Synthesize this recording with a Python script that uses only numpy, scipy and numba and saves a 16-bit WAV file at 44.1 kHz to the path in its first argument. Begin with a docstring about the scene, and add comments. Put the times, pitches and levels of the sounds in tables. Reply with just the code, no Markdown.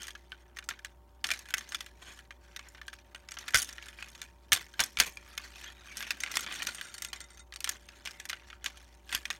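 """Snaps, knocks and rattles of a hollow hard-plastic toy, its joints turned by hands close to a phone on a
desk. Blows ring decaying shell modes; a thin loose piece tinkles on longer modes; random ticks and friction
noise make the rattle and rub, resonant noise the squeaks and a late ringing of the loose piece. Jolts thud in
the desk, a short noise tail is the small quiet room, and a computer fan hums underneath as wavering tones in
shaped noise."""
import sys
import numpy as np
from scipy import signal
from scipy.fft import rfft, irfft
from scipy.io import wavfile
from scipy.ndimage import uniform_filter1d
from numba import njit

SR = 44100
rng = np.random.default_rng(int(sys.argv[2]) if len(sys.argv) > 2 else 0)


def wrap_up_sound(samples):
    """Save the sound to the file named by the first command line argument, as 16-bit audio."""
    columns = np.atleast_2d(samples).T
    # keep every value between -1 and 1, then stretch to whole-number steps
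    tamed = np.clip(columns, -1, 1)
    steps = np.round(tamed * 32767).astype(np.int16)
    wavfile.write(sys.argv[1], SR, steps)


N = 414083

# knocks and snaps: (time [s], size [dB], treble against body [dB], strongest ring [Hz])
KNOCK_EVENTS = [(0.019, -29, -2, 3150), (0.031, -28.5, 7.5, 6400), (0.052, -41, -8.5, 6560),
                (0.069, -31, 2.5, 4930), (0.081, -27, -10.5, 6600), (0.106, -33.5, -2, 3200),
                (0.1515, -32, -21, 1603), (0.176, -52, -5, 6600), (0.319, -28, -35, 1537),
                (0.563, -44, -5, 1940), (0.5689, -30, -12, 1930), (0.5873, -27, -6.5, 1508),
                (0.625, -39, -22.5, 1520), (0.641, -40.5, 5, 6550), (0.6884, -18, 0.5, 1420),
                (0.7092, -28.5, -41.5, 1585), (0.7903, -38, -11.5, 1536), (0.8474, -24.5, -4, 1504),
                (1.2417, -16, -8, 2550), (1.2683, -25, 7, 5470), (1.289, -24.5, -13, 1710),
                (1.3044, -18, -12, 1865), (1.3147, -14, -5, 2425), (1.336, -26, -9, 2230),
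                (1.3913, -31, 5, 7500), (1.456, -37.5, -5, 1700), (1.4868, -31, -6.5, 1570),
                (1.505, -31, -7, 1550), (1.5389, -13, -3, 1510), (1.5809, -22, -1, 6500),
                (1.6083, -35, -9.5, 1816), (1.69, -34.5, 4.5, 6470), (1.721, -27.5, -8.5, 1576),
                (1.746, -18, -6.5, 3470), (1.8067, -25.5, -3.5, 3480), (1.8618, -33.5, -3, 1710),
                (2.1898, -36, -9.5, 1600), (2.3073, -32, -22.5, 1580), (2.562, -26.5, -6.5, 3600),
                (2.5926, -30, -17, 2250), (2.686, -39.5, 17, 7040), (2.748, -37.5, -20, 1504),
                 (2.7797, -38, -30.5, 1465), (2.8148, -34, -20.5, 1770), (2.867, -48, 15.5, 7500),
                (2.88, -28, -10.5, 1600), (2.93, -33, -12, 1712), (2.937, -38.5, -0.5, 2550),
                (2.987, -43.5, -12, 2450), (3.147, -26, -17, 3060), (3.287, -33, -11, 2680),
                (3.309, -36, 3, 5620), (3.318, -28, -6.5, 7420), (3.3415, -35, -2.5, 5740),
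                (3.3692, -27.5, -37.5, 1410), (3.3873, -26.5, 3.5, 5780), (3.4276, -41, -20.5, 1786),
                (3.4805, -25, -5.5, 4440), (3.4855, -28, -5, 1770), (3.506, -35, -2, 1676),
                (3.5366, -22.5, -30.5, 1560), (3.5445, -3.5, -8.5, 1530), (3.558, -12, 1.5, 5790),
                (3.572, -13, 15, 5700), (3.588, -20, 18.5, 9760), (3.6188, -21.5, 23, 6400),
                (3.6271, -21.5, 9.5, 9700), (3.645, -29, 11.5, 6370), (3.6897, -26.5, -2, 1950),
                (3.728, -32.5, 4, 5650), (3.781, -30.5, -28, 1890), (3.8248, -34.5, -18.5, 2390),
                (3.858, -35.5, -5, 3720), (3.8842, -33.5, -5, 2520), (3.987, -34.5, -34, 2450),
                (4.0251, -26, -22.5, 2540), (4.084, -39.5, 4, 6040), (4.15, -35.5, -10.5, 3030),
                (4.216, -23, -2.5, 2350), (4.5195, -6, -7.5, 1846), (4.5299, -6.5, 12.5, 2530),
                (4.561, -34, 1.5, 2210), (4.7385, -37, -14, 1630), (4.7935, -13, -21, 2350),
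                (4.803, -9, 7.5, 1895), (4.837, -18.5, 8, 5370), (4.971, -18.5, -19, 2440),
                (4.9875, -17.5, -4, 2420), (5.0, -4, 2.5, 2400), (5.065, -30, 27, 6380),
                (5.171, -34, -6, 2430), (5.3768, -20.5, -9.5, 2554), (5.642, -31, -21, 6270),
                (5.9697, -21.5, 6.5, 5680), (6.0054, -26, -5.5, 1650), (6.0258, -23.5, -12.5, 2550),
                (6.0932, -42, -14, 2900), (6.106, -14.5, -11.5, 2665), (6.203, -24, -0.5, 6300),
                (6.216, -41, -17, 2040), (6.2353, -20, -9.5, 2220), (6.262, -28, -30, 2240),
                (6.2735, -28, -28.5, 2380), (6.3148, -23.5, 4.5, 5470), (6.34, -26, -9, 2020),
                (6.355, -21, 5.5, 5190), (6.3699, -13, 0, 1900), (6.407, -28, 4.5, 6500),
                (6.4637, -28, -44, 3460), (6.5238, -25, -12, 3390), (6.5574, -28, -3.5, 3440),
                (6.596, -33, -42.5, 2460), (6.6203, -22.5, -16.5, 2310), (6.628, -25.5, 13, 2645),
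                (6.6698, -19, -3.5, 6310), (6.7471, -25.5, 2.5, 8800), (6.7828, -31, -24.5, 3130),
                (6.812, -24.5, -6.5, 1653), (6.9407, -27.5, 4.5, 4560), (6.9807, -30, -1, 8650),
                (7.021, -21.5, 14, 7700), (7.0474, -23, 9, 7000), (7.1298, -22, -8.5, 3100),
                (7.204, -32, 1.5, 8650), (7.373, -39.5, -2.5, 6240), (7.5236, -33, -19, 3200),
                (7.538, -33.5, -5, 3760), (7.56, -28.5, -1.5, 4620), (7.605, -26.5, 7.5, 4600),
                (7.643, -17.5, 2, 2290), (7.6742, -24, -7, 1390), (7.6917, -14, 8, 7070),
                (7.715, -45, -1.5, 3300), (7.888, -35.5, -12, 2550), (8.052, -31, 0.5, 2060),
                (8.057, -24.5, -11.5, 3050), (8.0729, -23.5, -15.5, 2890), (8.109, -33, -0.5, 5240),
                (8.199, -28, -0.5, 1603), (8.2535, -29.5, -2, 1850), (8.2897, -30, 0.5, 4530),
                (8.2965, -19, -9, 2150), (8.313, -36, -20.5, 2870), (8.3298, -22.5, -28, 2140),
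                (8.501, -34.5, -28, 2940), (8.5277, -37, -40, 1370), (8.6431, -25, -5.5, 6560),
                (8.6597, -17, -14, 2990), (8.772, -38, -1, 2960), (9.0914, -29.5, -16.5, 1664),
                 (9.118, -31, -23.5, 3000), (9.126, -18.5, -9, 2620), (9.1483, -14, -3, 2697),
                (9.254, -23, -15, 3310), (9.303, -15.5, -12.5, 1880)]
# nominal modes of the shell: (frequency [Hz], relative level [dB], t60 [s])
SHELL_MODES = [(750, -8.5, 0.029), (1174, 0, 0.025), (1388, 0.5, 0.032), (1548, -0.5, 0.044),
               (1709, 3.5, 0.036), (1971, 6, 0.021), (2215, -4, 0.049), (2455, 1, 0.033),
               (2840, 5.5, 0.013), (3135, 4.5, 0.016), (3534, 1, 0.028), (4023, 6.5, 0.0082),
               (4594, -3.5, 0.027), (5250, -2, 0.02), (5730, 5, 0.0085), (6410, -0.5, 0.022),
               (7235, 0, 0.0096), (8130, -9.5, 0.029), (8840, -2, 0.0084), (9710, -7, 0.016),
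               (11340, -6, 0.0087), (12400, -9.5, 0.018), (14400, -10.5, 0.005), (15200, -10, .005)]
SHELL_HZ = np.array(SHELL_MODES)[:, 0]


def undb(db):
    """Gain of a level in dB."""
    return 10 ** (np.asarray(db) / 20)


def level(x, rms_db):
    """Scale to an rms level."""
    return x * undb(rms_db) / np.sqrt(np.mean(x ** 2))


def walk(rate_hz):
    """Random values 1 / rate_hz apart, joined by straight slews; rms near 1.7."""
    hold = int(SR / rate_hz)
    steps = np.repeat(rng.standard_normal(N // hold + 1), hold)
    return 2.07 * uniform_filter1d(steps, hold)[:N]


@njit
def rings(start, gain, hz, t60_s, length):
    """Every blow starts a decaying sine in each mode."""
    out = np.zeros(length)
    for e in range(len(start)):
        for m in range(gain.shape[1]):
            # one complex multiply per sample turns and shrinks the mode
            p = np.exp(2j * np.pi * hz[e, m] / SR - np.log(1000) / (t60_s[e, m] * SR))
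            z = gain[e, m] + 0j
            for i in range(start[e], min(length, start[e] + int(t60_s[e, m] * SR * .8))):
                out[i] += z.imag
                z *= p
    return out


def strike(modes, s, size_db, colour_db, scatter_db, detune, ring=1, bend=1):
    """Blows at times s; each draws anew its drive, sign, pitch and decay in every mode."""
    hz, mode_db, t60_s = np.transpose(modes)
    chance = rng.standard_normal((len(s), 4, len(hz)))
    gain = undb(mode_db + colour_db + scatter_db * chance[:, 0]) * np.sign(chance[:, 1])
    # size is the root-sum-square over the modes
    gain *= (undb(size_db) / np.sqrt(np.sum(gain ** 2, axis=1)))[:, None]
    pitch_hz = np.minimum(bend * hz * (1 + detune * chance[:, 2]), .45 * SR)
    decay_s = ring * t60_s * np.exp(0.26 * chance[:, 3])
    start = (np.asarray(s) * SR).astype(np.int64)
    return rings(start, gain, pitch_hz, decay_s, N)


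def resonate(push, hz, t60_s):
    """One mode driven by a continuous force."""
    r = 1000 ** (-1 / (t60_s * SR))
    turn = 2 * np.pi * hz / SR
    return signal.lfilter([np.sin(turn)], [1, -2 * r * np.cos(turn), r * r], push)


def knocks():
    """Each knock rings the shell: one firm contact and two lighter within 1 ms, then three weaker bounces."""
    s, size_db, _, ring_hz = np.transpose(KNOCK_EVENTS)
    # the grip pulls the nearest mode onto the knock's own pitch
    off = np.log(ring_hz[:, None] / SHELL_HZ)
    nearest = np.abs(off) == np.abs(off).min(axis=1, keepdims=True)
    bend = np.exp(off * nearest)
    out = 0
    for lighter_db in (4.5, 10.5, 10.5):
        contact_s = s + rng.uniform(0, .001, len(s))
        out += strike(SHELL_MODES, contact_s, size_db - lighter_db, knock_colours(),
                      scatter_db=0.0, detune=0.014, ring=0.79, bend=bend)
    for _ in range(3):
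        wait_s = rng.exponential(.004, len(s))
        # later bounces are weaker, by 500 dB/s
        out += strike(SHELL_MODES, s + wait_s, size_db - 7.0 - 500 * wait_s, knock_colours(),
                      scatter_db=5.5, detune=0.033, bend=bend)
    return out


def knock_colours():
    """dB per knock and shell mode: hardness, favour near its pitch and overtone, less below its pitch."""
    _, _, treble_db, ring_hz = np.transpose(KNOCK_EVENTS)

    def near(hz):
        """Bell around hz on a log-frequency axis."""
        return np.exp(-(np.log(SHELL_HZ / hz[:, None]) / 0.048) ** 2)

    below = np.clip(np.log2(np.minimum(ring_hz, 2500)[:, None] / SHELL_HZ), 0, 1)
    favour_db = 10.0 * near(ring_hz) + 3.6 * near(1.93 * ring_hz)
    return -5.0 * below + hardness(0.79 * (treble_db + 11.5)) + favour_db


def hardness(treble_db):
    """Harder contacts reach the upper modes: a ramp across 2.5-8.6 kHz."""
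    ramp = np.clip(np.log2(SHELL_HZ / 2500) / 1.79, 0, 1)
    return np.outer(treble_db, ramp)


def loose_piece():
    """A thin part that rings longer on nearly fixed pitches; each tap is a quick double touch."""
    # taps: (time [s], size before the split into two touches [dB])
    tap_events = [(6.981, -38), (7.0209, -36), (7.0484, -35), (7.0853, -39), (7.1596, -39), (7.204, -42),
                  (7.2124, -37), (7.2215, -64), (7.2409, -42.5), (7.3043, -46.5), (7.3154, -58),
                  (7.332, -52), (7.345, -50), (7.3537, -56), (7.394, -42), (7.403, -44.5), (7.413, -61),
                  (8.072, -44)]
    # nominal modes: (frequency [Hz], relative level [dB], t60 [s])
    piece_modes = [(1400, -8, .06), (2040, -5, .07), (3710, -6, .07), (4500, -1, .015), (5660, -2, .024),
                   (6550, -6, .05), (7270, -5, .05), (8600, -1, .035)]
    # the piece chatters while the joint is forced
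    chatter_start_s, chatter_end_s, chatter_per_s, chatter_top_db = 6.2, 6.97, 60, -41
    span_s = chatter_end_s - chatter_start_s
    chatter = rng.uniform(0, 1, (int(chatter_per_s * span_s), 2)).T
    s, size_db = np.transpose(tap_events)
    s = np.append(s, chatter_start_s + span_s * chatter[0])
    size_db = np.append(size_db, chatter_top_db - 10 * chatter[1])
    return sum(strike(piece_modes, s + wait_s, size_db - 3, 0, scatter_db=3, detune=.008)
               for wait_s in (0, .0017))


def rattle(rumble_db=-16.5):
    """Ticks and rub follow the handling and the knocks, with a dull rumble in the hands."""
    # how hard the hands work the toy: (time [s], level [dB])
    handling_curve = [(0.0, -48), (0.14, -69), (0.85, -72.5), (0.92, -82), (1.23, -72.5), (1.5, -61),
                      (1.82, -55), (1.95, -70.5), (2.09, -53.5), (2.22, -62.5), (2.3, -79), (2.5, -63.5),
                      (3.27, -69), (3.4, -55), (4.24, -57.5), (4.311, -74), (4.7, -63), (5.2, -61.5),
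                      (5.68, -51), (5.77, -62.5), (6.02, -47), (6.19, -58.5), (6.39, -41.5), (6.68, -45.5),
                      (6.74, -52.5), (7.4, -66.5), (7.44, -76), (8.001, -60), (8.539, -62), (8.579, -70.5),
                      (8.72, -58), (9.041, -71.5), (9.148, -41.5), (9.21, -74), (9.39, -84)]
    handling_db = np.interp(np.arange(N) / SR, *np.transpose(handling_curve))
    grip = np.sqrt(undb(handling_db) ** 2 + shaking())
    band = signal.butter(2, [170, 340], "bandpass", fs=SR, output="sos")
    rumble = level(signal.sosfilt(band, rng.standard_normal(N)), rumble_db)
    rumble *= uniform_filter1d(np.minimum(grip, undb(-44.5)), size=3000)
    shell = level(ticks(), 0) + level(rub(), -4.0)
    return shell * grip + rumble


def shaking():
    """Power of the rattle of loose parts that every knock sets off and that then dies away."""
    # the rattle grows 1.3 dB per dB of knock size
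    offset_db, growth, rise_s, fade_db_per_s = -21.5, 1.3, 0.0009, 253
    s, size_db = np.transpose(KNOCK_EVENTS)[:2]
    kicks = np.zeros(N)
    np.add.at(kicks, (s * SR).astype(int), undb(offset_db + growth * size_db) ** 2)
    t = np.arange(SR // 2) / SR
    response = (1 - np.exp(-t / rise_s)) * undb(-fade_db_per_s * t) ** 2
    # FFT rounding may dip below zero
    return np.maximum(signal.oaconvolve(kicks, response)[:N], 0)


def ticks(per_s=340, spread_db=3.5):
    """Random small blows of uneven size; they keep part of the colour of the part knocked last."""
    s = np.sort(rng.uniform(0, N / SR, int(per_s * N / SR)))
    size_db = spread_db * np.minimum(rng.exponential(1, len(s)), 2.8)
    last = np.maximum(np.searchsorted(np.array(KNOCK_EVENTS)[:, 0], s) - 1, 0)
    return strike(SHELL_MODES, s, size_db, 0.54 * knock_colours()[last], scatter_db=8.5, detune=0.029)


def rub():
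    """Friction noise in every shell mode; as the contact creeps, each mode swells and fades alone."""
    push = rng.standard_normal(N) * undb(3.0 * walk(60))
    out = np.zeros(N)
    for k, (hz, mode_db, t60_s) in enumerate(SHELL_MODES):
        swell = undb(mode_db + 2.07 * walk(8))
        out += (-1) ** k * swell * resonate(push, hz, 0.24 * t60_s)
    return out


def squeaks():
    """Breathy whistles of plastic sliding on plastic, and a late ringing of the loose piece: noise drives one
    resonance per event."""
    # slow slides: (start [s], end [s], resonance [Hz], level before the fade [dB]); the last row is the loose
    # piece ringing near 2.1 kHz
    slide_events = [(5.661, 5.699, 3240, -47.5), (5.714, 5.91, 3770, -65), (5.887, 5.958, 2300, -52),
                    (8.092, 8.22, 2100, -60)]
    out = np.zeros(N)
    for start_s, end_s, hz, rms_db in slide_events:
        a, b = int(start_s * SR), int(end_s * SR)
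        whistle = level(resonate(rng.standard_normal(b - a), hz, 0.038), rms_db)
        out[a:b] += whistle * np.sqrt(np.hanning(b - a))
    return out


def desk():
    """Jolts shake desk and phone: soft, low thuds from decaying low modes."""
    # jolts that reach the desk: (time [s], size before filtering [dB])
    jolt_events = [(3.548, -28), (4.526, -32.5), (4.79, -44), (4.98, -37.5), (9.142, -42)]
    # nominal modes of desk and phone: (frequency [Hz], relative level [dB], t60 [s])
    desk_modes = [(60, 0, .1), (100, -3, .08), (193, -9, .05), (310, -10, .04), (502, -10, .03)]
    s, size_db = np.transpose(jolt_events)
    thud = strike(desk_modes, s, size_db, 0, scatter_db=5.5, detune=0.058)
    thud = uniform_filter1d(thud, size=40)  # softens the onset
    return signal.sosfilt(signal.butter(2, 40, "highpass", fs=SR, output="sos"), thud)


def room(toy, tail_db=-26, t60_s=.2):
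    """A short diffuse tail of decaying noise, starting 3 ms after the direct sound."""
    t = np.arange(int(.4 * SR)) / SR
    tail = rng.standard_normal(len(t)) * 1000 ** (-t / t60_s) * (t > .003)
    tail /= np.sqrt(np.sum(tail ** 2))
    return undb(tail_db) * signal.oaconvolve(toy, tail)[:N]


def fan(air_db=-65.5):
    """Wavering motor and blade tones over a soft rush of air."""
    # motor and blade tones: (frequency [Hz], nominal rms level [dB])
    tone_table = [(59.2, -60), (354.5, -74), (387.6, -82), (581.4, -74.5), (775.2, -79), (920.5, -74)]
    # spectrum of the air rush: (frequency [Hz], relative level per Hz [dB])
    air_spectrum = [(30, -37.5), (60, 5), (110, -3.5), (250, -7), (500, -13), (1000, -11.5), (2500, -32.5),
                    (6000, -35.5), (16000, -32.5)]
    t = np.arange(N) / SR
    tones = np.zeros(N)
    for hz, rms_db in tone_table:
        amplitude = np.sqrt(2) * undb(rms_db + 0.8 * walk(3))
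        wander_rad = 0.4 * walk(2.7) + 0.6 * np.minimum(hz / 300, 1) * walk(30)
        tones += amplitude * np.sin(2 * np.pi * hz * t + wander_rad)
    bin_hz = np.maximum(np.fft.rfftfreq(N, 1 / SR), 1)
    point_hz, point_db = np.transpose(air_spectrum)
    shape = undb(np.interp(np.log(bin_hz), np.log(point_hz), point_db))
    air = irfft(rfft(rng.standard_normal(N)) * shape, N)
    return tones + level(air, air_db)


def scene():
    """Toy, desk, room and fan at one microphone."""
    struck = knocks() + loose_piece()
    # small parts radiate the bass poorly
    struck = signal.sosfilt(signal.butter(2, 750, "highpass", fs=SR, output="sos"), struck)
    toy = struck + rattle() + squeaks()
    return (toy + desk() + room(toy) + fan())[None, :]


def record(dry):
    """The phone cuts the top above 16 kHz."""
    return signal.sosfilt(signal.ellip(8, .2, 70, 16000, fs=SR, output="sos"), dry)


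dry = scene()
out = record(dry)
wrap_up_sound(out)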